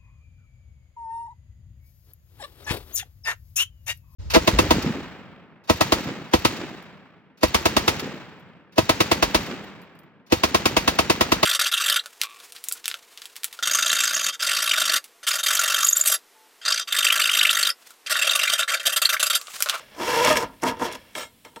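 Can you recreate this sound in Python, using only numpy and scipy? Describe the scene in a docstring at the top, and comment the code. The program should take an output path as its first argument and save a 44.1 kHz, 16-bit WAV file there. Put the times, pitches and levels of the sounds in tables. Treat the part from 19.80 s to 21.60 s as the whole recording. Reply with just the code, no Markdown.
"""In a quiet workshop, a round file is pushed over a chain cutter on a guide bar held in a vice,
then dragged back in light scrapes. The file's teeth catch the cutter one by one and make the bar ring.
Steel grit hisses and makes the file ring too. File and chain links give small knocks.
Underneath are a low rumble from the bench, a short echo and the faint noise of the room."""
import sys
import numpy as np
from scipy import signal
from scipy.fft import rfft, irfft, next_fast_len
from scipy.io import wavfile
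from scipy.ndimage import uniform_filter1d

SR = 44100
rng = np.random.default_rng(int(sys.argv[2]) if len(sys.argv) > 2 else 0)


def inscribe(sig):
    """Save sig as 16-bit PCM at rate SR to the path in sys.argv[1].

    A 1-D sig is mono; a 2-D sig holds one channel per row.
    Samples are clipped to [-1, 1] before scaling.
    """
    pcm = np.round(np.clip(np.atleast_2d(sig).T, -1, 1) * 32767)
    wavfile.write(sys.argv[1], SR, pcm.astype(np.int16))


N = 79380
T = np.arange(N) / SR

# How loud the filing is, one list per stroke.
# Each row: time in seconds, then the relative levels of tooth thumps, grit and grit treble in dB.
STROKES = [
    [(0.0, -44, -43, -58), (0.056, -75, -54.5, -71), (0.118, -63, -50.5, -75), (0.184, -33, -48.5, -48),
     (0.22, -26, -28.5, -37), (0.262, -30, -34, -38.5), (0.282, -22.5, -28.5, -34),
     (0.3, -27.5, -27, -34.5), (0.442, -24.5, -25, -32.5), (0.448, -22, -17.5, -27),
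     (0.462, -22.5, -18, -31), (0.476, -23.5, -18.5, -27), (0.508, -17, -25, -30.5), (0.554, -27, -28, -40),
     (0.574, -29.5, -26, -22.5), (0.582, -27.5, -28, -33.5), (0.636, -27, -34.5, -38),
     (0.674, -42, -49.5, -80), (0.782, -63.5, -63, -74), (0.81, -66, -57, -79)],
    [(0.815, -55, -48, -60), (0.819, -28, -50, -47), (0.837, -19, -32.5, -38.5), (0.849, -19, -36, -39),
     (0.885, -21.5, -24.5, -32.5), (0.911, -27.5, -32, -40.5), (0.949, -42, -49, -67),
     (0.979, -42.5, -50, -82), (0.987, -48, -50, -61), (0.997, -33, -42, -46.5), (1.023, -23, -37, -42.5),
     (1.035, -30.5, -33.5, -39), (1.061, -24, -30.5, -38), (1.111, -39.5, -38, -59), (1.131, -41, -41, -42),
     (1.143, -37, -42.5, -55), (1.151, -42, -40, -38.5), (1.197, -59, -50.5, -80), (1.341, -67, -58, -66),
     (1.345, -52, -56, -71.5)],
]
# A light skim and two taps, one list each, with the same columns.
SKIMS = [
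    [(1.353, -40, -31, -53), (1.371, -36.5, -41, -40.5), (1.381, -39.5, -34, -39.5), (1.433, -48, -35, -45),
     (1.523, -70.5, -84, -79), (1.64, -74, -78, -74)],
    [(1.651, -42.5, -39, -44), (1.657, -44, -51, -61), (1.695, -61.5, -61, -73), (1.711, -63, -71, -74),
     (1.753, -64, -84, -71), (1.755, -68, -70, -74)],
    [(1.762, -40, -37, -43), (1.768, -39.5, -45.5, -66), (1.778, -58, -55, -70), (1.8, -58, -54, -73)],
]
# The hush just before each light touch, with the same columns.
HUSHES = [(1.3495, -61, -57, -52), (1.647, -61, -61, -72), (1.758, -81, -79, -84)]
# How fast teeth pass. Each row: time in seconds, teeth per second, unevenness from 0 to 1.
TOOTH_RATE = [(.14, 197.2, .15), (.22, 331.5, 0.17), (.28, 448.8, 0.15), (.35, 456.8, .05),
              (.43, 477.8, .05), (.46, 602.4, 0.15), (.53, 610.4, .06), (.59, 483, .12), (.66, 289.2, .2),
              (.82, 229.6, 0.31), (.89, 260, 0.27), (.95, 219.2, 0.38), (1.0, 301.6, .25),
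              (1.06, 369.7, 0.15), (1.15, 326.7, .3), (1.36, 270.5, 0.38), (1.44, 437.3, 0.37),
              (1.8, 401, .3)]
# The tones of the clamped bar. Each row: pitch in Hz, level in dB, seconds to fade by 60 dB.
BAR_TONES = [(226, -7.5, 0.077), (260, -8.5, 0.055), (381, -8, 0.035), (460.5, -3.5, 0.04),
             (491.3, -2, 0.05), (616, -3.5, 0.025), (648.5, -11.5, 0.059), (885, -4.5, 0.082),
             (927.4, 0.5, 0.057), (968.6, 1.5, 0.079), (1024, -2.5, 0.04), (1258, -3, 0.071),
             (1384, -9, 0.15), (1650, -2.5, 0.031), (1830, -6.5, 0.051), (2090, -2.5, 0.012)]
# The tones of file and holder, damped by the hands pressing them down, with the same columns.
HELD_FILE_TONES = [(1696, 1.5, .02), (2245, 2, 0.01), (2731, 0.5, 0.015), (3344, -0.5, 0.011),
                   (4230, -17.5, 0.018), (5455, 0, 0.0046), (6840, -7, 0.01), (7753, -8, 0.0023),
                   (9296, -12, .015), (9810, -11.5, 0.0044), (11390, -15.5, 0.015), (12800, -11, 0.0033),
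                   (14630, -15, 0.015)]
# The longer tones of the file ringing freely, with the same columns.
FREE_FILE_TONES = [(1350, 0, .1), (2143, -2, .12), (3090, -2, .1), (3265, -3, .12), (3760, -5, .1),
                   (4226, -4, .16), (5500, -4, .07), (6720, -8, .1), (7434, -8, .18), (7710, -7, .04),
                   (8230, -7, .08), (8510, -6, .07), (9160, -9, .06), (10600, -14, .07), (12900, -13, .06),
                   (14780, -10, .07)]
# The tone colour of the grit. Each row: frequency in Hz, level in dB.
GRIT_COLOUR = [(350, -11), (600, 0.5), (717, -11), (944, -10), (1490, -10), (1800, -25.5), (3890, -14),
               (5480, -16), (16000, -31.5)]
# Knocks of file and links. Each row: start in seconds, relative level in dB, relative treble in dB,
# blow to the bar in dB compared with that knock's level, fade time in seconds.
KNOCKS = [(0.1, -45.5, -57, -17, 0.001), (0.2, -29, -39, 17, .001), (.214, -25.5, -52, -2, 0.0006),
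          (0.2805, -18, -41, 2, 0.00087), (.376, -17, -25, -2, 0.0011), (0.4483, -20, -17.5, -27, 0.0021),
          (0.4727, -5, -17, 2, .0005), (0.5, -13.5, -26, -17, 0.0011), (0.5116, -11, -24, 1, .0005),
          (0.5286, -14, -20.5, 0, 0.00091), (0.5558, -19, -25.5, 13, 0.0018), (0.5698, -14, -26, 8, 0.0015),
          (0.7994, -41, -58, -9, 0.00067), (0.8217, -38, -34, 2, .001), (.8322, -29, -27, 9, 0.00069),
          (.8368, -18.5, -18, 5, 0.00079), (0.9699, -35.5, -60, -10, .001), (0.996, -34, -43, 15, .001),
          (1.0225, -23.5, -32, -5, 0.0011), (1.116, -34, -40, -5, .0008), (1.1254, -35, -26, -9, 0.00054),
          (1.1324, -28, -44, -15, 0.00089), (1.152, -29.5, -44, 7, 0.0012),
          (1.3324, -52, -53, -16, 0.00059), (1.3518, -21.5, -35.5, -1, 0.0017),
          (1.3815, -29.5, -34, -19, .001), (1.649, -35, -44.5, -13, .001), (1.7603, -30, -44, 0, .001)]
# The tone colour of the workshop's noise. 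Each row: frequency in Hz, level in dB.
SHOP_COLOUR = [(15, -35), (25, -10), (166, -8), (270, -6), (335, -14), (1100, -25.5), (3250, -19.5),
               (6050, -30.5), (8360, -24.5), (16000, -25.5)]
# The tone colour of the noise that sets left and right apart. Each row: frequency in Hz, level in dB.
SIDE_COLOUR = [(18, -41.5), (30, 3), (245, -1.5), (2540, -11), (5040, -3), (9220, -4.5), (10200, -19),
               (12600, -22), (16000, 2.5)]

PUSH_S = .00016  # how quickly one push on the bar dies away
LIFTED_S = 1.33  # from here on the file only skims and can ring freely


def tooth_thumps(teeth_passed, level):
    """Each tooth catches the cutter with its own strength, so the bar thuds and rings."""
    scatter_db = 4 * rng.standard_normal(N)
    catches = np.diff(np.floor(teeth_passed), prepend=0) * undb(scatter_db)
    pushes = -np.convolve(catches, np.exp(-T[:400] / PUSH_S) * T[:400])[:N]
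    thud = lambda x: band(x, 161, 1500)
    bar = lambda x: ring(x, BAR_TONES)
    body = lambda x: bar(x) * gain(pushes, bar) + undb(-2.5) * thud(x) * gain(pushes, thud)
    return body(pushes * level) * gain(pushes, body)


def steel_grit(teeth_passed, level, treble_level):
    """Grit hisses, loudest just after each tooth catches, and makes the file ring."""
    grains_per_s, split_hz = 2300, 4700
    grains = (rng.random(N) < grains_per_s / SR) * undb(4 * np.minimum(rng.exponential(size=N), 4))
    tooth_pulse = 1 - .29 * (teeth_passed % 1)
    grit = rng.standard_normal(N) * (1 + grains) * tooth_pulse
    grit *= undb(1.5 * wander(43))  # the level flickers
    flips = rng.choice([-1., 1.], N)  # random signs keep the ringing unlike the hiss
    hiss = lambda x: band(colour(x, GRIT_COLOUR), 420, 18000)
    held = lambda x: ring(x * flips, HELD_FILE_TONES)
    free = lambda x: ring(x, FREE_FILE_TONES)
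    steel = lambda x: hiss(x) * gain(grit, hiss) + undb(1) * held(x) * gain(grit, held)
    lows = cut(steel(grit * level), 3, split_hz, "low")
    highs = cut(steel(grit * treble_level * undb(5.5)), 3, split_hz, "high")
    free_ring = undb(-4) * free(grit * level * (T > LIFTED_S)) * gain(grit, free)
    return (lows + highs) * gain(grit, steel) + free_ring


def knocks():
    """File and chain links knock: short cracks, dull or bright, that ring the file and the bar."""
    dull, bright, blows = np.zeros((3, N + 900))
    t = T[:900]
    for start_s, db, treble_db, bar_db, fade_s in KNOCKS:
        i = int(start_s * SR)
        burst = rng.standard_normal(900) * np.exp(-t / fade_s)
        burst *= np.sqrt(fade_s * SR / 2 / np.sum(burst ** 2))  # longer cracks carry more energy
        dull[i:i + 900] += burst * undb(db)
        bright[i:i + 900] += burst * undb(treble_db + 5.5)
        blows[i:i + 900] -= np.exp(-t / PUSH_S) * undb(db + bar_db)
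    cracks = band(dull[:N], 1620, 4820) + band(bright[:N], 4500, 10000)
    return cracks + undb(-.5) * ring(cracks, HELD_FILE_TONES) + undb(-4.5) * ring(blows[:N], BAR_TONES)


def bench_rumble(level, lag_s=.059):
    """The bench rumbles, following the strength of the tooth thumps a little late."""
    low_noise = unit(band(rng.standard_normal(N), 39.7, 200))
    lag = np.exp(-1 / (lag_s * SR))
    return undb(-20) * low_noise * signal.lfilter([1 - lag], [1, -lag], level)


def room_echo(sound, fade_s=.33):
    """The workshop answers each sound with a short, dull echo."""
    n = SR // 2
    tail = unit(rng.standard_normal(n) * undb(-60 * T[:n] / fade_s))
    tail = cut(tail, 1, 3000, "low") / np.sqrt(n)
    return undb(-23) * signal.fftconvolve(sound, tail)[:N]


def shop_noise():
    """The faint, steady noise of the room."""
    return undb(-57.5) * unit(colour(rng.standard_normal(N), SHOP_COLOUR))


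def side_noise(sound):
    """A very faint noise that sets left and right apart and swells gently with the sound."""
    swell = unit(uniform_filter1d(np.abs(sound), size=1024) ** .3)
    return undb(-68.5) * swell * unit(colour(rng.standard_normal(N), SIDE_COLOUR))


def ring(x, tones):
    """Let x set off fading tones, as a tap does in steel."""
    out = 0
    for k, (hz, db, fade_s) in enumerate(tones):
        decay = np.exp(-np.log(1000) / (fade_s * SR))
        angle = 2 * np.pi * hz / SR
        tone = signal.lfilter([0, np.sin(angle)], [1, -2 * decay * np.cos(angle), decay ** 2], x)
        out = out + (-1) ** k * undb(db) * np.sqrt(1 - decay) * tone
    return out


def colour(x, points):
    """Shape the lows and highs of x along a curve of (Hz, dB) points."""
    hz, db = np.array(points, float).T
    n = next_fast_len(len(x) + 4096)
    log_hz = np.log(np.maximum(np.fft.rfftfreq(n, 1 / SR), 1))
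    return irfft(rfft(x, n) * undb(np.interp(log_hz, np.log(hz), db)), n)[:len(x)]


def cut(x, order, hz, keep):
    """Keep the "low", "high" or "band" part of x."""
    return signal.sosfilt(signal.butter(order, hz, keep, fs=SR, output="sos"), x)


def band(x, low_hz, high_hz):
    return cut(x, 2, [low_hz, high_hz], "band")


def curve(rows, column):
    """Join one column's values with straight lines over time."""
    rows = np.array(rows, float)
    return np.interp(T, rows[:, 0], rows[:, column])


def wander(rate_hz):
    """A smooth random drift, about 1 in size."""
    width = int(SR / rate_hz)
    return unit(uniform_filter1d(uniform_filter1d(rng.standard_normal(N), width), width))


def gain(x, shape):
    """The factor that brings shape(x) to an average (rms) level of 1."""
    return 1 / np.sqrt(np.mean(shape(x) ** 2))


def unit(x):
    return x / np.sqrt(np.mean(x ** 2))


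def undb(db):
    return 10 ** (np.asarray(db) / 20)


def scene():
    """Move the file, add the knocks and the room, and return left and right."""
    rows = sorted([tuple(row) for part in STROKES + SKIMS + [HUSHES] for row in part])
    thump_level, grit_level, treble_level = (undb(curve(rows, column)) for column in (1, 2, 3))
    unevenness = np.maximum(1 + curve(TOOTH_RATE, 2) * wander(250), 0)
    teeth_passed = np.cumsum(curve(TOOTH_RATE, 1) * unevenness) / SR
    near = tooth_thumps(teeth_passed, thump_level) + bench_rumble(thump_level)
    near += steel_grit(teeth_passed, grit_level, treble_level) + knocks()
    middle = near + room_echo(near) + shop_noise()
    side = side_noise(middle)
    return np.array([middle + side, middle - side])


def record(dry):
    """The microphone loses the deepest bass, and the treble above 16000 Hz is cut off."""
    dry = cut(dry, 2, 35, "high")
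    return signal.sosfilt(signal.ellip(10, .2, 70, 16000, fs=SR, output="sos"), dry)


dry = scene()
out = record(dry)
inscribe(out)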